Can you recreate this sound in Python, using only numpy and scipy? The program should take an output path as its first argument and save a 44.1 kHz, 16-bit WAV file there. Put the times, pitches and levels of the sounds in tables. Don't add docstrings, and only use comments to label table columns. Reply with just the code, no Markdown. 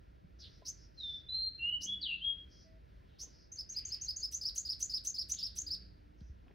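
import sys
import numpy as np
from scipy import signal
from scipy.fft import rfft, irfft
from scipy.io import wavfile

SR = 44100
rng = np.random.default_rng(int(sys.argv[2]) if len(sys.argv) > 2 else 0)


def dump(signal):
    limited = np.clip(np.atleast_2d(signal).T, -1, 1)
    pcm = np.round(limited * 32767).astype(np.int16)
    wavfile.write(sys.argv[1], SR, pcm)


N = 288414
BAND_LIMIT_HZ = 15850
# start_s, level_db, pitch_ratio, length_ratio
CHIPS = [(4.32, -32.5, 0.96, 0.94), (4.556, -32, .99, 1), (4.802, -30.5, 0.98, 0.96),
         (5.047, -31, 0.97, 0.95), (5.294, -30.5, 0.97, .92), (5.56, -33, .98, 0.99)]
# freq_hz, level_db
BRIGHT_HISS = [(1500, -19.5), (3000, -8), (5500, -4), (7400, -12), (8400, 1), (9400, -19), (10500, -4),
               (11900, -4.5), (13000, -37.5), (15000, -8)]


def amp(db):
    return 10 ** (np.asarray(db) / 20)


def unit(x):
    return x / np.sqrt(np.mean(x ** 2) + 1e-20)


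def read(points, hz):
    f, value = np.transpose(points)
    return np.interp(np.log(hz + 1), np.log(f + 1), value)


def add(mix, start_s, sound):
    part = mix[max(round(start_s * SR), 0):][:len(sound)]
    part += sound[:len(part)]


def noise(spectrum):
    hz = np.fft.rfftfreq(N, 1 / SR)
    return unit(irfft(rfft(rng.standard_normal(N)) * amp(read(spectrum, hz)), N))


def wobble(rate_hz):
    hz = np.fft.rfftfreq(N, 1 / SR)
    return unit(irfft(rfft(rng.standard_normal(N)) * np.exp(-(hz / rate_hz) ** 2), N))


def town(rumble_db=-57.5, side_db=-65, air_db=-79, left_db=-1, right_db=0.3):
    # freq_hz, density_db
    common_spectrum = [(15, -29), (25, 1), (59, 6.5), (103, -5), (261, -17.5), (297, -16), (564, -26.5),
                       (654, -26.5), (845, -60.5), (1410, -29), (2000, -66), (2600, -57), (4400, -120)]
    # freq_hz, density_db
    side_spectrum = [(15, -47), (25, 7.5), (56, 4.5), (145, -13.5), (182, -9), (265, -8.5), (1040, -12.5),
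                     (2200, -42.5), (2860, -73.5), (4840, -120)]
    # freq_hz, density_db
    air = [(1000, -20), (1600, 8), (3000, 1), (5500, -5), (7500, -20), (15000, -17.5)]
    swell = amp(wobble(5))
    common = amp(rumble_db) * swell * noise(common_spectrum)
    side = amp(side_db) * noise(side_spectrum)
    hiss = amp(air_db) * swell * (noise(air) + .5 * np.array([noise(air), noise(air)]))
    return np.array([amp(left_db) * common + side, amp(right_db) * common - side]) + hiss


def drone(waver=0.013):
    # freq_hz, level_db
    partials = [(185, -69.5), (238, -80.5), (297, -76)]
    # time_s, gain_db
    swell_points = [(1.45, -12.5), (1.8, 9), (2.5, -7.5), (4.5, -14), (5.1, 1.5), (6.3, -0.5)]
    warped_s = np.cumsum(1 + waver * wobble(14)) / SR
    swell = amp(np.interp(np.arange(N) / SR, *np.transpose(swell_points)))
    return swell * sum(amp(db) * (1 + .5 * wobble(5.4)) * np.sin(2 * np.pi * hz * warped_s)
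                       for hz, db in partials)


def far_calls(width_hz=900):
    # start_s, length_s, pitch_hz, level_db
    calls = [(0.145, 0.065, 3380, -87), (0.425, 0.19, 5120, -66.5), (0.743, 0.14, 5450, -63),
             (0.898, 0.36, 5090, -65.5), (2.476, 0.21, 5225, -62), (3.022, 0.31, 3410, -73),
             (3.257, 0.24, 5180, -65), (3.66, 0.43, 2645, -66.5), (5.354, 0.093, 3950, -49),
             (6.155, 0.18, 5650, -75.5)]
    out = np.zeros(N)
    grain = wobble(width_hz) + 1j * wobble(width_hz)
    for start_s, length_s, hz, db in calls:
        at = round(start_s * SR) + np.arange(round(length_s * SR))
        band = (grain[at] * np.exp(2j * np.pi * hz * at / SR)).real
        add(out, start_s, amp(db) * signal.windows.tukey(len(at), .6) * band)
    return out


def knocks(rise_s=0.0017):
    # start_s, level_db, ring_hz, t60_s
    bumps = [(0.243, -48, 167, 0.1), (0.62, -55, 398, 0.022), (.621, -44.5, 644, 0.019),
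             (0.625, -63, 1010, 0.12), (6.213, -38.5, 174, 0.027), (6.217, -41, 63, 0.19),
             (6.297, -35.5, 66.6, 0.1)]
    out, t = np.zeros(N), np.arange(SR // 4) / SR
    for start_s, db, hz, t60_s in bumps:
        envelope = amp(db - 60 * t / t60_s) * (1 - np.exp(-t / rise_s))
        add(out, start_s, envelope * np.sin(2 * np.pi * hz * t))
    return out


def slur(start_s, length_s, from_hz, to_hz, glide_s, attack_s, release_s, db, rough, waver, settle):
    t = np.arange(round(length_s * SR)) / SR
    arrived = t ** 3 / (t ** 3 + glide_s ** 3)
    hz = from_hz + (to_hz - from_hz) * arrived
    ramp = np.clip(np.minimum(t / attack_s, (length_s - t) / release_s), 0, 1)
    gain = amp(db) * np.sin(np.pi / 2 * ramp) ** 1.11
    return start_s, hz, gain, rough * (1 - settle * arrived), waver


def arch(syllable, shape, edge_s=.0025, soft_db=-11, leak_db=-16.5, flick_db=2, flick_rough=0.31,
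         waver=0.0083, scatter_hz=(45, 45, 130)):
    # centre_hz, half_width_hz
    resonances = [(4980, 464), (6400, 164)]
    start_s, db, pitch_ratio, stretch = syllable
    delay_s, rise_s, fall_s, from_hz, top_hz, end_hz, catch_s, arch_db, fade_db_per_s, rough = shape
    from_hz, top_hz, end_hz = rng.normal([from_hz, top_hz, end_hz], scatter_hz)
    t = np.arange(round((rise_s + fall_s) * stretch * SR)) / (SR * stretch)
    up = np.sin(np.pi / 2 * np.minimum(t / rise_s, 1)) ** 2
    down = np.maximum((t - rise_s) / fall_s, 0) ** 2
    hz = pitch_ratio * (from_hz + (top_hz - from_hz) * up + (end_hz - top_hz) * down)
    throat = amp(leak_db) + sum(1 / (1 + ((hz - centre) / width) ** 2) for centre, width in resonances)
    onset_db = soft_db * np.clip((catch_s + edge_s - t) / edge_s, 0, 1)
    fade_db = fade_db_per_s * np.maximum(t - catch_s, 0)
    edges = np.minimum(np.minimum(t, t[-1] - t) / edge_s, 1)
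    gain = amp(db + arch_db + onset_db - fade_db + flick_db * down) * throat * edges
    return start_s + delay_s * stretch, hz, gain, rough + flick_rough * down, waver


def slurred_notes(whistle_bright_db=-24, scold_bright_db=-17, rasp_bright_db=-1):
    # start_s, length_s, from_hz, to_hz, glide_s, attack_s, release_s, level_db, roughness, waver_ratio
    scolds = [(.384, 0.11, 5150, 3513, 0.049, 0.053, 0.059, -50, 1, .011)]
    whistles = [(0.97, 0.27, 4176, 3527, 0.039, 0.069, 0.12, -40, 0, 0.0081),
                (1.285, .21, 3990, 4172, .058, 0.017, 0.018, -35, 0, 0.0079),
                (1.584, 0.19, 2730, 2967, 0.082, 0.13, .025, -30, .02, 0.0071),
                (1.853, 0.11, 3080, 3385, .018, 0.071, 0.019, -35.5, 0.2, 0.011),
                (2.008, .158, 4680, 2740, .035, 0.028, .03, -35.5, 0.1, .03),
                (2.208, .125, 2980, 3286, 0.018, .05, 0.04, -33.5, .07, .006)]
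    # start_s, level_db
    rasps = [(.647, -38), (1.803, -38.5), (3.184, -41.5)]
    # length_s, from_hz, to_hz, glide_s, attack_s, release_s
    rasp_shape = (0.061, 4980, 6700, .034, 0.045, 0.0096)
    notes = [(slur(*row, settle=0.89), whistle_bright_db) for row in whistles]
    notes += [(slur(*row, settle=0.14), scold_bright_db) for row in scolds]
    notes += [(slur(start_s, *rasp_shape, db, rough=0.89, waver=.011, settle=.6), rasp_bright_db)
              for start_s, db in rasps]
    return notes


def arched_notes(warble_bright_db=0.5):
    # delay_s, rise_s, fall_s, from_hz, top_hz, end_hz, catch_s, level_db, fade_db_per_s, roughness
    high_shape = [(0, .022, .031, 6430, 7250, 5900, .001, 2, 170, .16)]
    low_shape = [(.004, .039, 0.015, 4097, 5170, 4185, .02, 3.36, 60.1, 0.056)]
    chip_shape = [(0, .008, .009, 6130, 6280, 5760, .001, -4, 150.2, 0.37),
                  (0, 0.022, .003, 2576, 4586, 4330, 0.00067, -17.5, 50, 0.4007),
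                  (.013, .03, .021, 5810, 7070, 6614, .008, 5, 267.5, 0.3)]
    warble_shape = [(0, .013, .022, 4740, 5330, 4300, 0.0023, -8, 150, .17),
                    (.031, .04, .024, 4416, 5597, 3530, 0.013, -0.5, 128.5, 0.069)]
    # start_s, level_db, pitch_ratio, length_ratio
    high_trill = [(3.516, -42.5, 0.94, 1.08), (3.689, -39.5, 0.92, 1.01), (3.849, -37, 0.96, 0.97),
                  (4.01, -36.5, 0.93, 1.02), (4.16, -36, 0.95, 1.07)]
    low_trill = [(3.566, -40.5, 1.032, 0.81), (3.739, -37, 1.006, 0.97), (3.896, -37.5, 1.026, 0.95),
                 (4.058, -37, 1, .97), (4.208, -36, 1.042, 0.88)]
    warbles = [(4.409, -29.5, 0.98, 0.95), (4.648, -30, 0.97, 0.95), (4.893, -29.5, 0.97, 0.96),
               (5.139, -30, 0.97, 0.96), (5.384, -31, .99, .98), (5.662, -31.5, 0.95, 0.98)]
    parts = [(high_shape, high_trill, 0), (low_shape, low_trill, 0),
             (chip_shape, CHIPS, 0), (warble_shape, warbles, warble_bright_db)]
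    return [(arch(syllable, shape), bright_db)
            for shapes, syllables, bright_db in parts for syllable in syllables for shape in shapes]


def syrinx(jitter=.05, jitter_hz=700, rasp_hz=900, hiss_db=-19, hiss_rise_s=.012, rough_boost=2.3,
           blur_rad=0.57):
    # freq_hz, level_db
    sheen_curve = [(5500, -45), (7000, -48.5), (8300, -27.5), (9300, -45.5), (10200, -32.5), (11100, -28.5),
                   (12000, -31), (13000, -48), (14000, -36), (14900, -27), (16000, -42)]
    out = np.zeros(N)
    flutter, bright_noise, unsteady = wobble(jitter_hz), noise(BRIGHT_HISS), wobble(170)
    chaos = (wobble(rasp_hz) + 1j * wobble(rasp_hz)) / np.sqrt(2)
    blur = blur_rad * wobble(340)
    for (start_s, hz, gain, rough, waver), bright_db in slurred_notes() + arched_notes():
        at = round(start_s * SR) + np.arange(len(hz))
        rough = np.clip(rough, 0, 1)
        swing = np.sqrt(1 - rough ** 2) + rough * chaos[at]
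        wavering_hz = hz * (1 + waver * unsteady[at] + jitter * rough * flutter[at])
        phase = 2 * np.pi * np.cumsum(wavering_hz) / SR + np.angle(swing)
        sheen = sum(amp(read(sheen_curve, k * hz)) * (k * hz < BAND_LIMIT_HZ)
                    * np.sin(k * phase + blur[at]) for k in (2, 3))
        hiss = amp(hiss_db) * rough * bright_noise[at] * np.minimum((at - at[0]) / (hiss_rise_s * SR), 1)
        treble = (1 + rough_boost * rough) * sheen + hiss
        add(out, start_s, np.sqrt(2) * gain * abs(swing) * (np.sin(phase) + amp(bright_db) * treble))
    return out


def wings(beat_hz=26):
    # start_s, length_s, level_db
    flights = [(1.747, 0.21, -67), (3.164, 0.19, -69.5), (6.402, 0.2, -67)]
    # freq_hz, level_db
    whirr = [(90, -25.5), (190, -2.5), (420, -11.5), (900, -19), (1800, -38), (4000, -70)]
    gate = np.zeros(N)
    for start_s, length_s, db in flights:
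        add(gate, start_s, amp(db) * np.hanning(round(length_s * SR)))
    beats = 1 + np.sin(2 * np.pi * beat_hz * np.arange(N) / SR)
    return gate * unit(noise(whirr) * beats)


def horn(start_s=2.63, length_s=0.174):
    # freq_hz, level_db
    partials = [(646, -71), (1976, -84)]
    out, t = np.zeros(N), np.arange(round(length_s * SR)) / SR
    tone = sum(np.sqrt(2) * amp(db) * np.sin(2 * np.pi * hz * t) for hz, db in partials)
    add(out, start_s, signal.windows.tukey(len(t), .4) * tone)
    return out


def shuffle(start_s=2.8, length_s=2.6, db=-75, ring_hz=880, t60_s=.07, spread=0.29, rise_s=.006,
            count=40):
    out, t = np.zeros(N), np.arange(SR // 8) / SR
    envelope = amp(db - 60 * t / t60_s) * (1 - np.exp(-t / rise_s))
    for when, size, tuning in rng.random((count, 3)):
        hz = ring_hz * (1 + spread * (2 * tuning - 1))
        add(out, start_s + when * length_s, 2 * size * envelope * np.sin(2 * np.pi * hz * t))
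    return out


def spits(relative_db=-20, length_s=0.04, lead_s=0.012):
    gate = np.zeros(N)
    for start_s, db, *_ in CHIPS:
        add(gate, start_s - lead_s, amp(db + relative_db) * signal.windows.tukey(round(length_s * SR), .7))
    hiss = np.gradient(noise(BRIGHT_HISS))
    crackle = amp(2.8 * wobble(250.15))
    return gate * unit(hiss * crackle)


def ticks(t60_s=0.0063, width_hz=1100):
    # start_s, level_db, ring_hz
    taps = [(5.341, -40.5, 4100), (6.207, -53, 4150), (6.482, -53.5, 2100), (6.512, -57, 2110)]
    out, t = np.zeros(N), np.arange(SR // 50) / SR
    grain = wobble(width_hz)
    for start_s, db, hz in taps:
        ring = grain[round(start_s * SR):][:len(t)] * np.sin(2 * np.pi * hz * t)
        add(out, start_s, amp(db - 60 * t / t60_s) * ring)
    return out


def wall(x):
    # left_delay_ms, right_delay_ms, level_db
    echoes = [(1.05, 1.2, -43.5), (3.6, 3.58, -6), (6.0, 6.05, -34.5), (12.9, 15, -17.5)]
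    response = np.zeros((2, SR // 20))
    response[:, 0] = 1
    for left_ms, right_ms, db in echoes:
        response[0, round(left_ms * SR / 1000)] += amp(db)
        response[1, round(right_ms * SR / 1000)] += amp(db)
    return signal.fftconvolve(x[None], response, axes=1)[:, :N]


def yard(x, near_db, near_t60_s, tail_db, delay_s=.007, width=0.41):
    # freq_hz, t60_s
    decay = [(2500, .42), (4000, 0.61), (5200, 0.33), (6200, 0.23), (7500, 0.29), (15000, 0.16)]
    common, side = rng.standard_normal((2, SR))
    stereo = np.array([common + width * side, common - width * side])
    hz, t, spectra = signal.stft(stereo, SR, nperseg=256)
    response = 0
    for db, t60_s in [(near_db, near_t60_s), (tail_db, read(decay, hz)[:, None])]:
        part = signal.istft(spectra * amp(-60 * t / t60_s), SR, nperseg=256)[1]
        song_band = abs(rfft(part[0], SR))[3000:6500]
        response = response + amp(db) * part / np.sqrt(np.mean(song_band ** 2))
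    response = np.pad(response, ((0, 0), (round(delay_s * SR), 0)))
    return signal.fftconvolve(x[None], response, axes=1)[:, :N]


def scene(song_db=-4.5, far_wet_db=8):
    # time_s, left_minus_right_db
    places = [(.5, -0.5), (1.301, -0.3), (1.698, -1), (2.248, 2.5), (3.199, 0), (5.798, 0)]
    pan_db = np.interp(np.arange(N) / SR, *np.transpose(places))
    cage = amp(song_db) * (syrinx() + spits()) + ticks()
    calls = far_calls()
    near = wall(cage) + yard(cage, near_db=-13, near_t60_s=0.084, tail_db=-9)
    near *= amp(np.array([pan_db, -pan_db]) / 2)
    far = .5 * calls + amp(far_wet_db) * yard(calls, near_db=-33.5, near_t60_s=0.096, tail_db=-16.5)
    return near + far + wings() + knocks() + horn() + drone() + town() + shuffle()


def record(dry, low_cut_hz=44):
    highpass = signal.butter(4, low_cut_hz, "high", fs=SR, output="sos")
    lowpass = signal.firwin(511, BAND_LIMIT_HZ, window=("kaiser", 9), fs=SR)
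    return signal.oaconvolve(signal.sosfilt(highpass, dry), lowpass[None], "same")


dry = scene()
out = record(dry)
dump(out)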